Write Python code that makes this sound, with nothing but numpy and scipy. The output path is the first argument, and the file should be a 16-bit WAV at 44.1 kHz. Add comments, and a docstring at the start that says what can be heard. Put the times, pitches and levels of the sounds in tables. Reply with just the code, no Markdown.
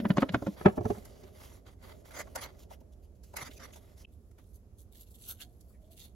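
"""Solvent can and fibreglass mat at a workbench

Close to a stereo microphone, a tin can of solvent is shaken: the liquid slaps its walls and gulps,
then settles with the can upright. Gloved hands shift their grip and work the screw cap, ringing the
lid. After an abrupt change of scene, a strip of fibreglass mat rustles, is torn off and meets the
scissors. Farther off, the workshop rumbles quietly."""
import sys
import numpy as np
from scipy import signal
from scipy.fft import rfft, irfft, next_fast_len
from scipy.io import wavfile
from scipy.ndimage import uniform_filter1d, map_coordinates

SR = 44100
rng = np.random.default_rng(int(sys.argv[2]) if len(sys.argv) > 2 else 0)


def bounce(signal):
    """Save signal as a 16-bit WAV file at the path given by the first command-line argument."""
    frames = np.transpose(np.atleast_2d(signal))
    limited = np.clip(frames, -1, 1)
    pcm = np.round(limited * 32767).astype(np.int16)
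    wavfile.write(sys.argv[1], SR, pcm)


N = 271215
T = np.arange(N) / SR
SCENE_CHANGE_S = 4.059
SIDES = np.array([[1], [-1]])   # left, right

# the can turning from its side to upright: t/s, left-right balance/dB, wave swell/s, ring time factor
CAN_POSE = [(0.45, -2.5, 0.0031, 0.4), (0.66, -3.5, 0.0034, 0.91), (0.8, -6, 0.004, 0.93)]
# resonances of the can's lid and neck: f/Hz, width/Hz, gain/dB
LID_RESONANCES = [(268, 88, -0.5), (408, 91, -7.5), (544.5, 99, 4.5), (784, 60, 4), (882, 120, 1),
                  (1178, 170, 1), (1490, 300, -3.5), (1803, 79, -2), (2038, 170, -1.5), (3304, 92, -4),
                  (3608, 370, -10.5), (4760, 89, -5), (8030, 70, -9.5)]


def sloshes(upright_s=.55, full_wave_db=-23, gain_db=-4.5, boom_db=-14.5, thump_db=-4.5, fall_s=.0059):
    """A wave lands as one push inside a swell of droplet impacts; the can rings as it is held."""
    # waves hitting the can: t/s, level/dB, splash re level/dB, spatter re level/dB, fine spray/dB
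    waves = [(0.002, -41.5, -12.5, -3, -58), (0.054, -30.5, -2, -14, -73), (0.105, -28.5, -7, -8, -61),
             (0.173, -30, -5.5, -15.5, -43.5), (0.183, -25, -7.5, -12, -49.5),
             (0.223, -31, -3, -9.5, -52.5), (0.230, -24, -6.5, -22, -65.5), (0.293, -39.5, -17, 1.5, -57.5),
             (0.346, -28.5, -2.5, -8, -49), (0.352, -26.5, -11, -22, -58.5), (0.425, -33, -22, -34, -60),
             (0.470, -28, -28, -21, -54.5), (0.479, -39, -14.5, -24, -65.5), (0.613, -39, -4, -19.5, -63),
             (0.659, -24, 1, -15.5, -54.5), (0.662, -14.5, -7.5, -24.5, -50.5),
             (0.676, -28.5, -7, -20, -65.5), (0.684, -33.5, -7.5, -16.5, -65.5),
             (0.699, -41, -8, -15.5, -67.5), (0.78, -26, -17.5, -38, -76), (0.811, -32.5, -23, -38, -63),
             (0.856, -27.5, -13, -39, -56), (0.905, -25, -20, -28.5, -54), (0.951, -54, 3, -28, -73),
             (0.977, -46, -40, -34, -75), (1.239, -50, -18.5, -11.5, -63.5)]
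    # modes of the part-filled can in each pose: f/Hz, level/dB, t60/s, balance/dB, left lead/rad
    modes_on_side = [(62, -15, .16, 2, 0), (120.3, -14, .25, 1, .1), (170, -3, 0.0411, 2.5, .1),
                     (216, -0.5, .11, -2.5, 0), (299, 1, 0.2, 0, 0.69), (391.2, -5, 0.14, 4.5, -0.07),
                     (568, -2, 0.11, 0, 0.21), (620, -4, 0.053, -2.5, -0.11), (666, -0.5, 0.032, -4.5, 1.4),
                     (854, -5.5, .05, 2, .4), (1025, -4, 0.056, -5.5, 0.46), (1110, -11.5, 0.03, 2, 0),
                     (1255, -8.5, 0.047, 1, -.2), (1426, -8, .06, -6, -0.027), (1740, -9.5, .05, 0, 0),
                     (1966, -17, 0.043, 0, -.3), (2400, -22.5, 0.065, 0.5, -.5),
                     (2940, -14.5, 0.041, -1, 0), (3340, -21.5, .04, 0, .5)]
    modes_upright = [(63, -14.5, .16, -0.5, -0.5), (92.7, -8.5, 0.097, 0, 0.2), (205, -9, 0.11, 4.5, 0.5),
                     (265.5, -3.5, 0.033, -3.5, 1.5), (374, -5, .065, -2.5, 1.5), (430, -2, 0.079, -3, 0.5),
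                     (500, -10, 0.093, -0.5, -2.4), (608, -3.5, 0.058, 2.5, 1.05),
                     (737, 2, 0.033, -0.5, -1.5), (849, -6, 0.043, -1, -2.15), (935, -12, .05, 6, 3),
                     (1010, -15, .06, -1.5, 1), (1120, -9, 0.049, 9.5, 1.5), (1283, -8, 0.033, 0.5, 1),
                     (1650, -12.5, .05, 6, -1), (1710, -19, .055, -1.5, -2.5),
                     (2019, -18.5, 0.032, 2.5, -3), (2318, -14, .06, 1.5, 1.5), (2638, -21.5, .05, 1, -2.5),
                     (2900, -21, 0.074, 2.5, -2.5), (3390, -23, .05, 3, 2)]
    out, size, lead = np.zeros((2, N)), 12288, SR // 40
    t = np.arange(size) / SR
    since = t - lead / SR
    hz = np.fft.rfftfreq(size, 1 / SR) + 1
    edges_hz = [30, 90, 300, 850, 2100, 3900]   # boom, thump, body, splash, spatter
    registers = [1 / np.sqrt((1 + (lo / hz) ** 10) * (1 + (hz / hi) ** 10))
                 for lo, hi in zip(edges_hz, edges_hz[1:])]
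    pose_s, *pose = np.transpose(CAN_POSE)
    for s, wave_db, splash_db, spatter_db, spray_db in waves:
        balance_db, swell_s, ring_factor = (np.interp(s, pose_s, column) for column in pose)
        impacts = .17 * rng.standard_normal(size) * swell(since, swell_s, fall_s)
        impacts[lead] += 2   # the main push
        # the many droplets drive all pitches about equally, so the can sets the colour
        push = rfft(impacts)
        push /= np.sqrt(uniform_filter1d(np.abs(push) ** 2, size=91) + 1e-12)
        # a light wave wets and loads another part of the wall each time
        shift = .02 * rng.standard_normal() * (wave_db < full_wave_db)
        modes = modes_on_side if s < upright_s else modes_upright
        struck = rfft(can_walls(t, modes, shift, ring_factor)) * push
        # a broad wave gives a thump, a breaking crest gives splash and spatter
        levels_db = wave_db + gain_db + np.array([boom_db, thump_db, 0, splash_db, spatter_db])
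        blow = sum(at_level(irfft(struck * register), db) for register, db in zip(registers, levels_db))
        # the finest droplets tick sharply against the tin
        drops = noise(.64, size) * swell(since, rise_s=.0036, fall_s=.004)
        spray = at_level(band(drops, 3800, 7600), spray_db + gain_db)
        add(out, pan(balance_db) * (blow + spray), s - lead / SR)
    return out


def can_walls(t, modes, shift, ring_factor, detune=.01407, froth_s=.0055):
    """The walls ring under a burst of froth; each mode reaches the two microphone sides in its own way."""
    hz, db, t60_s, balance_db, lead_rad = np.transpose(modes)[:, :, None]
    pitch_hz = hz * (1 + shift + detune * rng.standard_normal(hz.shape))
    strength = from_db(db + 1.3 * rng.standard_normal(hz.shape))
    decay = strength * from_db(-60 * t / (t60_s * ring_factor))
    phase = 2 * np.pi * pitch_hz * t
    tones = [from_db(side * balance_db) * decay * np.sin(phase + side * lead_rad) for side in (.5, -.5)]
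    froth = .42 * noise(.84, len(t)) * np.exp(-t / froth_s)
    return np.sum(tones, axis=1) + froth


def gulps(lean_db=3.5, glide=.043, hum_db=-14.5, hum_s=.023):
    """A trapped pocket of air swells into a round, rising tone; the can hums on after it."""
    # air pockets in the liquid, and two hollow knocks as the cap turns (3.43 s, 3.496 s): t/s, f/Hz, level/dB,
    # swell/s
    pockets = [(0.003, 237.1, -26.5, 0.0035), (0.034, 218, -28, 0.0084), (0.061, 202.6, -20.5, 0.0071),
               (0.108, 184.8, -13, 0.0053), (0.138, 208.7, -37, 0.0055), (0.185, 196.7, -13.5, 0.0033),
               (0.228, 252.1, -18, 0.0048), (0.307, 182, -31, 0.0076), (0.346, 239.7, -20.5, 0.0048),
               (0.353, 115, -28.5, 0.018), (0.375, 200, -38, 0.0086), (0.488, 193.7, -26, 0.0099),
               (0.663, 184, -13, 0.006), (0.666, 373.4, -14.5, 0.0087), (0.689, 205.6, -30, 0.0096),
               (0.68, 98.7, -29, 0.0099), (0.784, 261.6, -33, 0.009), (0.811, 106.4, -34, 0.018),
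               (0.86, 237, -27, 0.0065), (0.861, 102.5, -29.5, 0.012), (0.913, 403.3, -30.5, 0.0084),
               (0.923, 100.4, -38, 0.018), (0.982, 208.7, -39.5, 0.0075), (1.244, 382, -47.5, 0.01),
               (3.43, 122.3, -43.5, 0.0094), (3.496, 270.7, -45.5, 0.0042)]
    out, since = np.zeros((2, N)), np.arange(-SR // 20, SR // 5) / SR
    pose_s, pose_balance_db = np.transpose(CAN_POSE)[:2]
    for s, hz, db, swell_s in pockets:
        balance_db = lean_db + np.interp(s, pose_s, pose_balance_db)
        shrink = np.tanh(since / swell_s)
        tone = np.sin(2 * np.pi * np.cumsum(hz * (1 + glide * shrink)) / SR + rng.uniform(0, 2 * np.pi))
        gulp = np.exp(-(since / swell_s) ** 2)
        hum = from_db(hum_db) * np.maximum(shrink, 0) * np.exp(-np.abs(since) / hum_s)
        add(out, from_db(db) * (gulp + hum) * tone * pan(balance_db), s + since[0])
    return out


def bubbles(onset_s=.0011, rise_per_s=1.5):
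    """Each bubble pops with a few cycles that rise a little in pitch."""
    # bubbles in a breaking crest: t/s, f/Hz, level/dB, decay/s
    pops = [(0.171, 1082, -19, .004), (0.226, 1250, -19.5, 0.0033), (0.3455, 1500, -11.5, 0.0019),
            (0.422, 1380, -40.5, 0.0026), (0.465, 1373, -37, 0.0059)]
    out, t = np.zeros((2, N)), np.arange(SR // 16) / SR
    for s, hz, db, decay_s in pops:
        tone = np.sin(2 * np.pi * hz * t * (1 + rise_per_s * t / 2))
        envelope = (1 - np.exp(-t / onset_s)) * np.exp(-t / decay_s)
        add(out, from_db(db) * envelope * tone * pan(0), s)
    return out


def sway(gain_db=-3):
    """After each jolt the liquid rocks softly against the walls and comes to rest."""
    # jolts of the can: t/s, level/dB
    jolts = [(0, -42.5), (0.66, -46.5), (1.24, -61), (1.87, -54), (2.17, -51.5), (2.679, -74), (3.36, -53)]
    # spectrum of the rocking liquid: f/Hz, level/dB
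    colour = [(110, 0), (200, -4.5), (270, -3), (320, -8), (390, 1), (480, -8), (610, -0.5), (760, -14.5),
              (1100, -27.5)]
    power = sum((from_db(db) * swell(T - s, rise_s=.033, fall_s=.51)) ** 2 for s, db in jolts)
    return from_db(gain_db) * np.sqrt(power) * coloured(noise(.84), colour) * pan(-2)


def gloves(rub_db=1.5, tin_db=-2.5):
    """Rubber slides over the tin, which answers faintly."""
    # slides of the gloves: t/s, length/s, rub level/dB, tin offset/dB
    slides = [(0.0, 0.27, -66.5, 4), (0.088, 0.013, -57.5, -23), (0.37, 0.17, -65, 1),
              (0.205, 0.017, -53.5, 9), (0.325, 0.017, -58.5, 7), (0.58, 0.052, -64, 12),
              (0.64, 0.098, -65.5, -6), (0.76, 0.016, -59, -26), (0.845, 0.14, -62, 4),
              (1.03, 0.25, -68, 3), (1.365, 0.1, -62, 1), (1.41, 0.039, -57.5, 1.5),
              (1.48, 0.087, -65.5, 3.5), (1.665, 0.024, -67, 12), (1.705, 0.031, -71.5, 6),
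              (1.835, 0.084, -64, 9.5), (1.95, 0.064, -71, -3), (2.057, 0.037, -63, 3),
              (2.11, 0.018, -63, 9), (2.25, 0.13, -68.5, 0), (2.465, 0.036, -71, 16),
              (2.52, 0.085, -75.5, 6), (2.595, 0.04, -64, -5.5), (2.71, 0.028, -61, 4),
              (2.805, 0.0049, -69, -21), (2.925, 0.012, -72, -22), (2.97, 0.017, -88.5, -14),
              (3.03, 0.023, -73.5, -15), (3.155, 0.012, -78, -18), (3.24, 0.0092, -70.5, -8),
              (3.27, 0.11, -72, -10), (3.51, 0.037, -60.5, -17), (3.675, 0.035, -70.5, 10),
              (3.76, 0.023, -62, -1.5), (3.82, 0.11, -71.5, 3), (3.98, 0.042, -63, -2)]
    # spectrum of rubber on tin: f/Hz, level/dB
    colour = [(2000, -7.5), (3000, 2.5), (4500, -1), (6300, 2), (8000, 1.5), (11000, 1.5), (13500, 1.5),
              (15800, -1.5)]
    rub, tin = strokes(slides, attack_s=.0013, build_db=0, release_s=.00538)
    slips = friction(slips_per_s=340, grain_db=1.5, width=.059)
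    slips = moving_contact(slips, depth_db=3.5, patch_hz=592.6, hold_s=.067)
    drive = friction(slips_per_s=500, grain_db=4, width=.83)
    hiss = from_db(rub_db) * rub * coloured(slips, colour)
    lid = from_db(tin_db) * tin * unit_power(resonate(drive, LID_RESONANCES))
    return hiss * pan(-3) + lid * pan(-2.5)


def screw_cap(rub_db=-.5):
    """The metal cap grinds round its thread and drives the lid, which the gripping hand damps."""
    # turns of the cap: t/s, length/s, rub level/dB, tin offset/dB
    turns = [(2.146, 0.029, -48, 3), (2.192, 0.023, -42.5, 0), (2.376, 0.019, -51.5, 7.5),
             (2.418, 0.022, -39.5, -4.5), (2.446, 0.017, -53, 6), (3.372, 0.025, -47, 2.5),
             (3.412, 0.019, -43, -0.5), (3.452, 0.028, -48.5, -0.5), (3.566, 0.015, -52, -29),
             (3.6, 0.024, -56, 4), (3.633, 0.025, -50, 1.5), (3.731, 0.015, -53, -15)]
    # spectrum of the thread, and the hand's filtering of the lid: f/Hz, level/dB
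    thread_colour = [(1500, -11), (2500, 3.5), (3800, 3.5), (4900, 6.5), (5500, 4), (6300, 6.5),
                     (7700, -0.5), (9000, -18), (10200, 7), (11800, -5), (13600, 1.5), (15800, -6)]
    grip_colour = [(250, -2), (560, -3), (900, -1.5), (1400, 2.5), (2100, 4), (2600, -1.5), (4000, -7),
                   (9000, 4)]
    rub, tin = strokes(turns, attack_s=.003, build_db=2, release_s=.0029)
    slips = friction(slips_per_s=220, grain_db=1.5, width=.67)
    slips = moving_contact(slips, depth_db=7.5, patch_hz=277, hold_s=.035)
    drive = friction(slips_per_s=420, grain_db=2.5, width=.54)
    drive = moving_contact(drive, depth_db=3, patch_hz=180, hold_s=.03)
    hiss = from_db(rub_db) * rub * coloured(slips, thread_colour)
    lid = tin * coloured(resonate(drive, LID_RESONANCES), grip_colour)
    return hiss * pan(-2) + lid * pan(-3)


def fibreglass_mat(fibre_db=4, crunch_db=-7, ring_db=-1.5):
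    """Glass fibres brush each other with a grainy rasp and crunch as they part."""
    # pulls and brushes of the mat: t/s, length/s, hiss level/dB, crunch offset/dB
    pulls = [(4.125, .015, -74, -9.5), (4.21, 0.076, -85, -18), (4.39, 0.05, -76, -1.5),
             (4.47, 0.043, -74, -31), (4.54, 0.02, -65, -22.5), (4.788, 0.026, -61, -15.5),
             (4.926, .012, -62.5, -11), (4.947, 0.011, -59, -7), (4.975, 0.031, -63, -5),
             (5.012, 0.016, -59, -6.5), (5.07, 0.015, -67, -5.5), (5.109, 0.011, -61.5, -15),
             (5.145, 0.014, -61, -7.5), (5.186, 0.026, -62.5, -11), (5.222, 0.061, -56, -6.5),
             (5.278, .012, -47, -9), (5.295, 0.017, -42.5, -9), (5.34, 0.062, -70, -1),
             (5.408, 0.013, -48.5, -1.5), (5.48, 0.17, -77.5, -11), (5.69, 0.056, -73, -18),
             (5.82, .06, -78.5, -5), (5.915, 0.023, -64.5, -3), (5.975, 0.025, -58, -3.5),
             (6.005, 0.048, -58.5, 0.5)]
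    # spectra of brushing and of parting fibres: f/Hz, level/dB
    fibre_colour = [(2000, -37), (3500, -13), (4300, -7), (5300, -13), (6300, -4), (6850, -7.5),
                    (7400, -1.5), (8300, 2.5), (10000, 0.5), (10500, 1.5), (11100, 2.5), (11900, 3),
                    (12900, -2), (15500, 1)]
    crunch_colour = [(600, 4.5), (1400, -9.5), (2100, 0.5), (2900, 0), (3400, -3.5), (4200, 9), (5300, -17),
                     (9000, -14)]
    # resonances of the crunching strip: f/Hz, width/Hz, gain/dB
    strip_resonances = [(1430, 89, -17), (2720, 110, -3), (3300, 740, 0), (3770, 310, 2), (4314, 220, -4),
                        (6740, 960, -4.5)]
    fibres, crunch = strokes(pulls, attack_s=.003, build_db=.5, release_s=.011)
    rasp = friction(slips_per_s=330, grain_db=3.5, width=.25) + crackle(snaps_per_s=800, spread_db=3.5)
    brushing = moving_contact(rasp, depth_db=4, patch_hz=330, hold_s=.046)
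    parting = noise(.69) + 1.5 * crackle(snaps_per_s=520, spread_db=3.2)
    parting = moving_contact(parting, depth_db=4, patch_hz=281, hold_s=.044)
    flexing = moving_contact(crackle(snaps_per_s=600, spread_db=3), depth_db=4, patch_hz=300, hold_s=.04)
    hiss = from_db(fibre_db) * fibres * coloured(brushing, fibre_colour)
    snaps = from_db(crunch_db) * crunch * coloured(parting, crunch_colour)
    ring = from_db(ring_db) * crunch * unit_power(resonate(flexing, strip_resonances))
    return hiss * pan(-2) + (snaps + ring) * pan(-3.5)


def knocks(gain_db=-1, rise_s=.0036):
    """Cap, fingers and scissors make short scuffing contacts: a bright tick over a hollow knock."""
    # light contacts: t/s, knock level/dB, low edge/Hz, high edge/Hz, tick level/dB, decay/s
    touches = [(1.054, -57, 185, 2750, -53, 0.0069), (2.11, -55, 550, 1800, -69, 0.0075),
               (2.274, -55.5, 700, 1500, -78, 0.0055), (2.36, -35, 550, 1400, -37.5, 0.0052),
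               (2.714, -46.5, 635, 870, -68.5, 0.0023), (2.814, -59, 185, 594, -79, 0.0068),
               (3.237, -73.5, 900, 2200, -59.5, 0.018), (3.341, -46, 596, 1250, -61, 0.0042),
               (3.369, -41.5, 1160, 2390, -37.5, 0.007), (3.513, -56, 1820, 3800, -66, 0.009),
               (3.736, -58, 1920, 4200, -58, 0.01), (3.761, -55.5, 352, 1106, -56, 0.0097),
               (4.315, -73.5, 186, 2990, -69, 0.0056), (4.386, -62, 185, 1790, -67, 0.014),
               (5.108, -84, 186, 3090, -68.5, 0.0038), (5.611, -79.5, 185, 2970, -60.5, 0.0071)]
    out, lead = np.zeros((2, N)), SR // 100
    since = (np.arange(SR // 8) - lead) / SR
    for s, knock_db, lo_hz, hi_hz, tick_db, decay_s in touches:
        contact = noise(.74, len(since)) * swell(since, rise_s, decay_s)
        on_can = s < SCENE_CHANGE_S
        struck = resonate(contact, LID_RESONANCES) + .56 * contact if on_can else contact
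        knock = at_level(band(struck, lo_hz, hi_hz), knock_db + gain_db)
        tick = at_level(band(contact, 4700, 13200), tick_db + gain_db)
        add(out, knock + tick, s - lead / SR)
    return out * pan(-2)


def squeaks():
    """The cap's thread or the parting strip sticks, slips and chirps for an instant."""
    # stick-slip chirps: t/s, f/Hz, half width/Hz, level/dB, rise and decay/s
    chirps = [(4.051, 2860, 231, -54, 0.0031), (4.956, 1856, 121, -78, 0.009),
              (5.309, 1425, 130, -62, 0.016), (5.41, 2740, 130, -56.5, 0.0066),
              (5.418, 1525, 141.5, -60, 0.0096), (5.71, 1234, 202, -77, 0.0075),
              (5.751, 2017, 260, -76, 0.012)]
    out, since = np.zeros((2, N)), np.arange(-SR // 10, SR // 10) / SR
    for s, hz, half_hz, db, fade_s in chirps:
        chirp = band(noise(.32, len(since)), hz - half_hz, hz + half_hz)
        add(out, at_level(chirp * swell(since, fade_s, fade_s), db), s + since[0])
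    return out


def strokes(rows, attack_s, build_db, release_s):
    """Each stroke sets in, gains build_db with the pressure and lets go; gives hiss and body gains."""
    power = np.zeros((2, N))
    for start_s, length_s, db, offset_db in rows:
        span = slice(max(int((start_s - .1) * SR), 0), int((start_s + length_s + .2) * SR))
        since = T[span] - start_s
        ease_s = .21 * min(length_s, .15)   # a long stroke starts and ends more gently
        onset = since / (attack_s + ease_s)
        release = (length_s - since) / (release_s + ease_s)
        edges = np.exp(np.minimum(np.minimum(onset, release), 0))
        pressure = from_db(build_db * (np.clip(since / length_s, 0, 1) - 1.5))
        power[:, span] += (from_db([[db], [db + offset_db]]) * edges * pressure) ** 2
    return np.sqrt(power)


def friction(slips_per_s, grain_db, width):
    """Countless tiny slips: noise whose strength changes from one catch to the next."""
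    catches_s = np.cumsum(rng.exponential(1, 20000)) / slips_per_s
    hiss = noise(width)
    strength = np.clip(rng.standard_normal(len(catches_s)), -2, 2)
    return unit_power(hiss * from_db(grain_db * np.interp(T, catches_s, strength)))


def crackle(snaps_per_s, spread_db):
    """Single fibres snap at random: lone clicks of uneven size, each from its own direction."""
    snapping = rng.random(N) < snaps_per_s / SR
    sizes = from_db(spread_db * np.minimum(rng.exponential(1, N), 3))
    clicks = snapping * sizes * rng.choice([-1, 1], N)
    return unit_power(clicks * (1 + .89 * rng.standard_normal(N) * SIDES))


def moving_contact(x, depth_db, patch_hz, hold_s):
    """The point of contact moves, so patches of the spectrum grow and fade, each on its own."""
    hz, s, frames = signal.stft(x, SR, nperseg=512)
    patches = rng.standard_normal((300, 700))
    grid = np.meshgrid(hz / patch_hz, s / hold_s, indexing="ij")
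    swing = map_coordinates(patches, grid, order=1, mode="mirror")
    _, shifted = signal.istft(frames * from_db(depth_db * swing), SR)
    return unit_power(shifted[:, :N])


def resonate(x, resonances):
    """A body's resonances ring in parallel, with alternating signs."""
    out = 0
    for k, (hz, width_hz, db) in enumerate(resonances):
        radius = np.exp(-np.pi * width_hz / SR)
        gain = (1 - radius ** 2) / 2
        feedback = [1, -2 * radius * np.cos(2 * np.pi * hz / SR), radius ** 2]
        out += (-1) ** k * from_db(db) * signal.lfilter([gain, 0, -gain], feedback, x)
    return out


def room(x, wet_db=-23, top_hz=5000, t60_s=.25, delay_s=.008):
    """The workshop returns a short diffuse tail, different on each side."""
    t = np.arange(SR // 2) / SR
    tail = band(rng.standard_normal((2, len(t))), 80, top_hz) * from_db(-60 * t / t60_s) * (t > delay_s)
    tail /= np.sqrt(np.sum(tail ** 2) * SR / (4 * top_hz))   # about unit gain within the band
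    return from_db(wet_db) * signal.fftconvolve(x, tail, axes=1)[:, :N]


def workshop(rumble_db=-55, air_db=-76):
    """Room tone: a low rumble to the right, a faint hollow rush that swells, and a trace of hiss."""
    # spectrum of the rumble: f/Hz, level/dB
    rumble_colour = [(20, -24), (42, -4), (64, 1), (105, -7), (135, -17.5), (200, -14.5), (300, -21),
                     (400, -21), (480, -25), (650, -30), (830, -44.5), (1300, -47), (2500, -68.5)]
    # the rush: crest t/s, half length/s, low edge/Hz, high edge/Hz, crest level/dB
    rush_shape = (7.5, 1.77, 589.5, 745, -69.5)
    crest_s, half_s, lo_hz, hi_hz, crest_db = rush_shape
    rumble = from_db(rumble_db) * coloured(noise(.2), rumble_colour) * pan(-4.5)
    rush_gain = from_db(crest_db) * np.exp(-((T - crest_s) / half_s) ** 2)
    rush = rush_gain * unit_power(band(noise(1), lo_hz, hi_hz))
    air = coloured(noise(1), [(700, 8), (1500, -5.5), (4000, -9), (11000, -3.5), (16000, -9.5)])
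    return rumble + rush + from_db(air_db) * air


def wavering_tone(unsteady=.036, flutter_per_s=80, flutter_db=2.5):
    """A faint tone wavers in pitch and level inside the rush."""
    # course of the tone: t/s, f/Hz, level/dB
    course = [(5.26, 732, -84.5), (5.31, 726, -64), (5.37, 715, -87), (5.46, 733, -67.5),
              (5.55, 677, -84.5), (5.78, 638, -83), (5.84, 622, -67), (5.87, 639, -78), (5.904, 657, -62.5),
              (5.969, 626, -80.5)]
    s, hz, db = np.transpose(course)
    wobble, flutter = (np.interp(T * flutter_per_s, np.arange(1000), steps)
                       for steps in rng.standard_normal((2, 1000)))
    pitch_hz = np.interp(T, s, hz) * (1 + unsteady * wobble)
    level_db = np.interp(T, s, db, left=-np.inf, right=-np.inf) + flutter_db * flutter
    tone = np.sqrt(2) * np.sin(2 * np.pi * np.cumsum(pitch_hz) / SR)
    return from_db(level_db) * tone * pan(-2.5)


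def noise(width, size=N):
    """Stereo white noise: a common part plus an opposed part scaled by width."""
    mid, side = rng.standard_normal((2, size))
    return unit_power(mid + width * side * SIDES)


def coloured(x, points):
    """Shape by a spectrum (f/Hz, level/dB) that rolls off past its ends; unit power."""
    hz, db = np.transpose(points)
    size = next_fast_len(N, True)
    bins = np.maximum(np.fft.rfftfreq(size, 1 / SR), 1)
    shape = from_db(np.interp(np.log(bins), np.log(hz), db))
    shape /= np.sqrt((1 + (.7 * hz[0] / bins) ** 6) * (1 + (.7 * bins / hz[-1]) ** 6))
    return unit_power(irfft(rfft(x, size) * shape, size)[:, :N])


def band(x, lo_hz, hi_hz):
    """Causal band-pass."""
    return signal.sosfilt(signal.butter(2, [lo_hz, hi_hz], "band", fs=SR, output="sos"), x)


def swell(since, rise_s, fall_s):
    """Exponential rise to 1 at time zero, then exponential fall."""
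    return np.exp(np.minimum(since / rise_s, -since / fall_s))


def from_db(db):
    """Decibels to gain."""
    return 10 ** (np.asarray(db) / 20)


def unit_power(x):
    """Scale to a mean square of 1."""
    return x / np.sqrt(np.mean(x ** 2) + 1e-20)


def at_level(x, db):
    """Scale a blow so that its loudest 12 ms have the given level."""
    power = uniform_filter1d(np.mean(x ** 2, axis=0), size=530)
    return x * from_db(db) / np.sqrt(power.max() + 1e-20)


def pan(balance_db):
    """Left and right gains; a positive balance leans left."""
    return from_db(SIDES * balance_db / 2)


def add(out, x, start_s):
    """Mix a short stereo sound in at a given time."""
    i = round(start_s * SR)
    x = x[:, max(-i, 0):N - i]
    out[:, max(i, 0):max(i, 0) + x.shape[1]] += x


def scene():
    """The can breaks off at the change of scene, where the level dips briefly; then the mat is handled."""
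    can = sloshes() + gulps() + bubbles() + sway() + gloves() + screw_cap()
    bench = can * (T < SCENE_CHANGE_S) + knocks() + squeaks() + fibreglass_mat()
    dip = np.interp(T - SCENE_CHANGE_S, [-.002, 0, .005, .025], [1, .1, .2, 1])
    return dip * (bench + room(bench) + workshop() + wavering_tone())


def record(dry, mono_above_hz=7500, cutoff_hz=15850):
    """In the treble both microphones carry the same sound, drifting apart in phase; the top is cut."""
    # phase by which the left microphone leads: f/Hz, lead/rad
    left_lead = [(0, 0), (500, 0), (2200, .4), (6000, .3), (8750, 3.14), (11500, 6.28), (14350, 9.42),
                 (16000, 11)]
    hz = np.maximum(np.fft.rfftfreq(N, 1 / SR), 1)
    left, right = rfft(dry)
    mid = (left + right) / 2
    side = (left - right) / 2 / np.sqrt(1 + (hz / mono_above_hz) ** 16)
    lead_rad = np.interp(hz, *np.transpose(left_lead))
    pair = (mid + SIDES * side) * np.exp(.5j * lead_rad * SIDES)
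    return irfft(pair / np.sqrt(1 + (hz / cutoff_hz) ** 400), N)


dry = scene()
out = record(dry)
bounce(out)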